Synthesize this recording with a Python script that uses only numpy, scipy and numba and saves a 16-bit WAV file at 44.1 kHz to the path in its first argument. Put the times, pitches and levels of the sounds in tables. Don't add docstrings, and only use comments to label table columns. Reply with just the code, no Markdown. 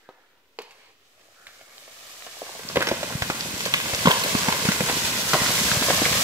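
import sys
import numpy as np
from scipy import signal
from scipy.io import wavfile
from scipy.ndimage import uniform_filter1d
from numba import njit

SR = 44100
rng = np.random.default_rng(int(sys.argv[2]) if len(sys.argv) > 2 else 0)


def bounce(signal):
    frames = np.transpose(np.atleast_2d(signal))
    limited = np.clip(frames, -1, 1)
    pcm = np.round(limited * 32767).astype(np.int16)
    wavfile.write(sys.argv[1], SR, pcm)


N = 274743
TIME_S = np.arange(N) / SR

# time_s, grit_db, stones_db
STREAM_LEVELS = [(0.0, -63, -70), (0.43, -70, -75), (0.62, -62, -72), (0.78, -57.5, -65),
                 (0.96, -63.5, -77.5), (1.2, -58, -68), (1.59, -51.5, -63.5), (2.12, -42.5, -61),
                 (2.45, -40, -58), (2.93, -33.5, -52), (3.25, -33, -50), (3.7, -30, -47),
                 (4.1, -25.5, -38.5), (4.6, -25.5, -37.5), (5.1, -24.5, -42.5), (5.4, -22, -39.5),
                 (5.9, -21, -38.5), (6.23, -19.5, -40.5)]
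TRICKLE_DB = -54
LANDING_S = 2.366


def leaves():
    air = signal.lfilter(*signal.butter(2, (230, 480), "band", fs=SR), rng.standard_normal(N))
    return undb(-72.5) * air / air.std()


def rumble(start_db=-80.5, grow_db_per_s=7):
    low = signal.lfilter(*signal.butter(2, 95, fs=SR), rng.standard_normal(N))
    return undb(start_db + grow_db_per_s * TIME_S) * low / low.std()


def undb(db):
    return 10 ** (np.asarray(db) / 20)


@njit
def add_rings(out, peak, lag, hz, cycles, size):
    for hit in range(len(peak)):
        decay = cycles[hit] * SR / hz[hit] / 4
        step = np.exp(complex(-1 / decay, 2 * np.pi * hz[hit] / SR))
        for ch in range(2):
            start = peak[hit] - decay + (.5 - ch) * lag[hit]
            first = max(int(start) + 1, 0)
            tone = size[hit] * np.e / decay * step ** (first - start)
            for i in range(first, min(first + int(9 * decay), out.shape[1])):
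                out[ch, i] += (i - start) * tone.imag
                tone *= step


def strike(time_s, hz, cycles, level_db, side=0, ground_db=-7.0, width_ms=0.27):
    # time_s, left_lag_ms, ground_echo_ms
    fall_path = [(0, 0.046, 2.4), (1.0, 0.1, 1.63), (2.2, 0.085, 1.67), (2.9, 0.15, 2.01),
                 (4.3, 0.21, 1.87), (5.3, 0.05, 2.06), (6.23, -0.14, 1.68)]
    path_s, lag_ms, echo_ms = np.transpose(fall_path)
    lag = (np.interp(time_s, path_s, lag_ms) + width_ms * side) * SR / 1000
    scatter_ms = .075 * rng.standard_normal(len(time_s))
    echo_s = time_s + (np.interp(time_s, path_s, echo_ms) + scatter_ms) / 1000
    hz = np.minimum(hz, .45 * SR)
    cycles = np.maximum(cycles, .3) * np.ones(len(time_s))
    size = undb(level_db) * rng.choice([-1, 1], len(time_s))
    out = np.zeros((2, N))
    add_rings(out, time_s * SR, lag, hz, cycles, size)
    add_rings(out, echo_s * SR, lag, hz, cycles, size * undb(ground_db))
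    return out


def landed(rise_s=0.43):
    return np.clip((TIME_S - LANDING_S) / rise_s, 0, 1) ** 2


def cut_bass(sound, cut_hz=200):
    return signal.lfilter(*signal.butter(3, cut_hz, "high", fs=SR), sound)


def bass_on_landing(sound):
    high = cut_bass(sound)
    return high + landed() * (sound - high)


def pebble_slides(count=1500, attack_share=0.17):
    # start_s, length_s, level_db, pitch_hz, rise_octaves, ring_cycles
    slides = [(-0.05, 0.58, -67, 1670, 0.01, 6.2), (0.769, 0.19, -62, 2570, 0.011, 3.4),
              (1.302, 0.59, -63.5, 1500, 0.05, 10.2), (1.45, 0.8, -68, 2140, 0.1, 30),
              (5.348, 0.2, -42.5, 1960, 0.01, 14)]
    start_s, length_s, level_db, hz, rise_octaves, cycles = np.transpose(slides)
    progress, size, place = rng.random((3, count, len(slides)))
    spread_octaves = rng.standard_normal(progress.shape) / cycles
    pebble_hz = hz * 2 ** (rise_octaves * progress + spread_octaves)
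    swell = np.minimum(progress / attack_share, (1 - progress) / (1 - attack_share))
    pebble_db = level_db + 20 * np.log10(swell + 1e-3) - np.log(size + 1e-4)
    time_s = (start_s + progress * length_s).ravel()
    return strike(time_s, pebble_hz.ravel(), np.tile(cycles, count), pebble_db.ravel(), place.ravel() - .5)


def gushes(per_s=22, depth_db=1.0):
    hold = int(SR / per_s)
    steps = np.repeat(rng.standard_normal(N // hold + 1), hold)[:N]
    return undb(depth_db * uniform_filter1d(steps, hold))


def swarm(grain, level_db):
    low_hz, high_hz, hits_per_s, cycles, scatter_db, tilt_db_per_octave = grain
    stream_s, grit_db, _ = np.transpose(STREAM_LEVELS)
    when, size, pitch, place = rng.random((4, int(hits_per_s * N / SR)))
    time_s = when * N / SR
    octaves = pitch * np.log2(high_hz / low_hz)
    hit_db = -scatter_db * np.log(size + 1e-4) + (6.0 + tilt_db_per_octave) * octaves
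    if low_hz > 1000:
        thin_db = np.maximum(TRICKLE_DB - np.interp(time_s, stream_s, grit_db), 0)
        hit_db -= 0.9335 * thin_db * (octaves - octaves.mean())
    hits = strike(time_s, low_hz * 2 ** octaves, cycles, hit_db, side=2 * place - 1)
    return hits / hits.std() * undb(np.interp(TIME_S, stream_s, level_db))


def gravel_stream():
    # low_hz, high_hz, hits_per_s, ring_cycles, scatter_db, tilt_db_per_octave
    grit = (2450, 8650, 12500, 1.35, 1.46, 0.093)
    dust = (8000, 17000, 12496, 3.5, 0.5, -18.5)
    pebbles = (653, 2340, 3000, 2.97, 1.63, 0.1)
    ticks = (1500, 6000, 60, 1.2, 2.5, -3)
    stones = (257, 840, 897.5, 2.62, 2.6, 0.7)
    small_rocks = (120, 906, 110, 2.5, 1.4, -7)
    boulders = (47, 262, 420, 2.6, 1.2, 10)
    _, grit_db, stones_db = np.transpose(STREAM_LEVELS)
    dust_db = grit_db - 4.5 - 0.7 * np.maximum(TRICKLE_DB - grit_db, 0)
    pebbles_db = stones_db + 0.57 * (grit_db - stones_db) - 2.5
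    fine = gushes() * swarm(grit, grit_db)
    fine += gushes() * swarm(dust, dust_db)
    fine += gushes() * swarm(pebbles, pebbles_db)
    coarse = swarm(ticks, grit_db - 14.5) + swarm(stones, stones_db)
    growth = undb(2 * (TIME_S - LANDING_S))
    rolling = growth * swarm(boulders, np.full_like(stones_db, -42.5))
    tumbling = swarm(small_rocks, stones_db - 7.5)
    return bass_on_landing(fine + coarse) + landed() * (rolling + tumbling)


def quarry_echo(sound, fade_s=0.77, wood_delay_s=0.281, wood_spread_s=0.059):
    t = np.arange(SR) / SR
    walls = rng.standard_normal((2, SR)) * undb(-60 * t / fade_s) * np.clip(t / 0.0042, 0, 1)
    wood = rng.standard_normal((2, SR)) * np.exp(-((t - wood_delay_s) / wood_spread_s) ** 2)
    tail = walls + undb(-12) * wood
    tail = tail + 0.87 * tail[:1]
    tail = signal.lfilter(*signal.butter(2, (680, 5700), "band", fs=SR), tail)
    tail /= np.sqrt(np.sum(tail ** 2, axis=1, keepdims=True))
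    return signal.fftconvolve(sound, tail, axes=1)[:, :N]


def chips(start_s, level_db, length_ms, low_hz, high_hz, fade_db=19.0, tilt_db=0.0, count=30):
    progress, pitch, smallness = rng.random((len(start_s), count, 3)).T
    time_s = start_s + progress * length_ms / 1000
    hz = low_hz * (high_hz / low_hz) ** pitch
    chip_db = level_db - fade_db * progress - 8 * smallness + tilt_db * pitch
    side = .5 * (smallness - .5)
    return strike(time_s.ravel(), hz.ravel(), cycles=1.93, level_db=chip_db.ravel(), side=side.ravel())


def thuds():
    # time_s, level_db, pitch_hz, ring_cycles
    landings = [(0.09, -43.5, 254, 1.1), (0.59, -29, 472, 4.76), (2.6522, -34, 184, 0.91),
                (2.7697, -13, 310, 1.86), (2.9158, -11.5, 300, 2.02), (3.154, -15.5, 145, 1.3),
                (3.221, -17.5, 93, 0.9), (3.3007, -17.5, 228, 1.2), (3.541, -22.5, 215, 0.69),
                (3.936, -16, 78, 0.28), (4.0575, -9.5, 238, 2.9), (4.0744, -7.5, 186, 3.7),
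                (4.087, -13, 180, 1.6), (4.327, -25, 184, 4), (4.3517, -9, 225, 1.73),
                (4.4862, -12.5, 206, 1.96), (4.653, -16.5, 167, 1.4), (4.689, -8, 198, 2.4),
                (4.8082, -12, 198, 1.7), (4.835, -22, 167, 2.7), (4.898, -19.5, 206, 0.85),
                (4.969, -18, 246, 1.15), (5.3385, -18, 159, 3.2), (5.4186, -15, 182, 1.43),
                (5.4938, -22, 227, 1.7), (5.617, -21, 181, 1.8), (5.7202, -19, 141, 1.1),
                (5.7714, -17, 138, 1.7), (5.82, -16, 288, 1.5), (5.936, -21.5, 172, 3.7),
                (6.0202, -13.5, 282, 3.3)]
    time_s, level_db, hz, cycles = np.transpose(landings)
    return strike(time_s, hz, cycles, level_db, ground_db=-14.0)


def knocks():
    # time_s, level_db, pitch_hz, ring_cycles, chips_db
    ledge_hits = [(0.0901, -29, 760, 0.96, -53), (0.5884, -25, 780, 1.8, -47.5),
                  (0.6021, -34, 537, 1.6, -48), (0.6116, -39, 845, 2.5, -51), (1.179, -52, 620, 2.5, -68),
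                  (1.196, -53, 640, 2.1, -64), (1.2115, -53, 640, 2.3, -56.5),
                  (1.6118, -38.5, 650, 1.4, -55), (1.8792, -38.5, 610, 2.7, -54),
                  (2.2666, -32.5, 656, 3.3, -41.5), (2.37, -37, 750, 3.4, -55),
                  (2.4187, -21.5, 626, 2.56, -57), (2.467, -36, 800, 2.8, -48),
                  (2.4931, -32, 845, 5.6, -53), (2.5527, -31, 706, 2, -46), (2.594, -30.5, 720, 1.8, -40),
                  (2.6996, -24.5, 620, 1, -39), (2.7586, -12.5, 520, 1.45, -24),
                  (2.77, -7.5, 481, 3.34, -24.5), (2.807, -15, 646, 1.3, -27), (2.818, -17, 1500, 2.7, -26),
                  (2.873, -15.5, 830, 0.56, -36), (2.8875, -16, 725, 0.93, -31),
                  (2.915, -8.5, 517, 1.9, -31), (3.0312, -17.5, 610, 3.6, -30.5),
                  (3.1049, -24, 890, 2.1, -54), (3.125, -26, 910, 1.6, -38), (3.2227, -21.5, 724, 3.8, -24),
                  (3.3003, -15.5, 830, 3.9, -26.5), (3.4574, -26, 600, 1.9, -48),
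                  (3.6608, -14.5, 910, 0.81, -29), (3.7436, -18, 1110, 4.6, -33),
                  (3.801, -28.5, 1010, 2.8, -32), (3.858, -23, 965, 4.4, -33), (3.896, -22.5, 840, 2, -31),
                  (3.9356, -20, 680, 2.5, -31), (4.0574, -13, 900, 2.3, -19), (4.073, -5.5, 1000, 6.2, -23),
                  (4.082, -19, 950, 4.5, -21.5), (4.1018, -15, 544, 1.8, -27.5),
                  (4.109, -12, 886, 2.8, -20), (4.114, -12, 1080, 3.4, -27), (4.35, -21, 695, 2.9, -25),
                  (4.4843, -13.5, 870, 3.4, -29), (4.4913, -14, 950, 4.3, -40),
                  (4.525, -15.5, 1030, 5.9, -27), (4.654, -22.5, 450, 4.2, -38),
                  (4.6886, -16, 1430, 6.8, -27), (4.8074, -11.5, 470, 1.8, -23.5),
                  (4.888, -16, 1440, 4, -26.5), (4.897, -17, 790, 3.5, -24.5),
                  (5.334, -5.5, 1130, 1.4, -33), (5.3431, -5.5, 1120, 1.9, -33),
                  (5.3516, -12.5, 666, 4.5, -30), (5.5049, -19.5, 700, 3.3, -29),
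                  (5.7143, -22, 1120, 3.1, -26.5), (5.761, -19, 616, 4.6, -37), (5.825, -18, 620, 1.7, -29),
                  (5.8852, -10.5, 950, 0.49, -26.5), (5.9, -17, 466, 3.1, -25.5),
                  (5.9062, -8, 700, 2.2, -24.5), (6.0192, -14, 700, 2.06, -38),
                  (6.0614, -16.5, 565, 2.34, -25), (6.153, -22, 450, 2, -50)]
    time_s, level_db, hz, cycles, chips_db = np.transpose(ledge_hits)
    out = cut_bass(strike(time_s, hz, cycles, level_db, ground_db=-21.0))
    out += chips(time_s - .001, chips_db + 13, length_ms=14, low_hz=1200, high_hz=4350, tilt_db=-1)
    out += chips(time_s - .001, chips_db + 6.5, length_ms=12, low_hz=4000, high_hz=14500)
    pieces = chips(time_s, level_db - 5, length_ms=29.07, low_hz=0.41 * hz, high_hz=1.57 * hz,
                   tilt_db=-2, count=12)
    return out + bass_on_landing(pieces)


def cracks():
    # time_s, level_db, pitch_hz, ring_cycles, splinters_db
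    plate_snaps = [(0.5886, -20.5, 2700, 2.7, -34), (0.589, -22, 4370, 4.1, -31),
                   (0.619, -38, 4400, 5.9, -29.5), (0.709, -38, 2450, 3.8, -34.5),
                   (1.469, -29, 1960, 3.5, -36), (1.471, -30, 3750, 4.5, -31),
                   (1.7814, -25, 4100, 1.8, -43), (2.689, -14.5, 4770, 5.7, -31),
                   (2.76, -16, 2720, 2.1, -24), (2.8251, -9.5, 1620, 4, -13), (2.8708, -15, 5100, 6.4, -10),
                   (2.888, -16, 5500, 8.8, -12), (3.2218, -17, 3560, 4.8, -16.5),
                   (3.3019, -16, 1470, 2.4, -15), (3.4086, -8.5, 4760, 2.6, -17.5),
                   (3.607, -9, 2640, 1.1, -20), (3.655, -18, 4690, 4.4, -10), (3.7394, 1.5, 3040, 2.3, -10),
                   (3.744, -5.5, 2220, 3.8, -15), (3.948, -4, 5560, 1.8, -12.5),
                   (4.063, -12, 3300, 12, -26), (4.071, -14, 3280, 11, -21), (4.1104, -21, 4150, 4.6, -9),
                   (4.115, -6, 3250, 6.4, -18), (4.237, -17.5, 4250, 14, -8), (4.4335, -10, 2060, 1.5, -22),
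                   (4.4861, -15, 2070, 7.1, -12), (4.653, -18, 2160, 6, -10), (4.719, -18, 2820, 2.7, -8.5),
                   (5.053, -35, 3700, 1.9, -10), (5.3347, -17, 1330, 2.4, -6.5),
                   (5.463, -18, 1490, 3.5, -17), (5.5806, -14.5, 2000, 3.9, -29),
                   (5.716, -13, 1490, 3.7, -32), (6.055, -7, 2100, 3.6, -10), (6.174, -16, 3770, 1.6, -20)]
    time_s, level_db, hz, cycles, splinters_db = np.transpose(plate_snaps)
    snaps = strike(time_s, hz, cycles, level_db, ground_db=-11.0)
    burst = chips(time_s - .001, splinters_db - 4.5, length_ms=12, low_hz=1580, high_hz=14000,
                  fade_db=20, tilt_db=6)
    spray = chips(time_s, splinters_db - 5, length_ms=45, low_hz=1740, high_hz=13800, count=60)
    return snaps + burst + spray


def scene():
    blows = thuds() + knocks() + cracks()
    hiss = undb(-68) * rng.standard_normal((2, N))
    background = hiss + leaves() + rumble()
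    return background + pebble_slides() + gravel_stream() + undb(-11.5) * quarry_echo(blows) + blows


def record(dry, low_cut_hz=70, top_hz=15680, ceiling=1.6):
    # pitch_hz, width_hz, level_db
    microphone_dips = [(5300, 7500, -2.5), (9140, 2250, -6)], [(59.7, 60, -4), (9610, 3950, -12.5),
                       (12440, 6500, -0.5)]
    out = signal.lfilter(*signal.butter(2, low_cut_hz, "high", fs=SR), dry)
    for ch, dips in enumerate(microphone_dips):
        for hz, width_hz, level_db in dips:
            band = signal.lfilter(*signal.iirpeak(hz, hz / width_hz, fs=SR), out[ch])
            out[ch] -= (1 - undb(level_db)) * band
    out = ceiling * np.tanh(out / ceiling) - 0.0005
    return signal.sosfilt(signal.ellip(14, .2, 80, top_hz, fs=SR, output="sos"), out)


dry = scene()
out = record(dry)
bounce(out)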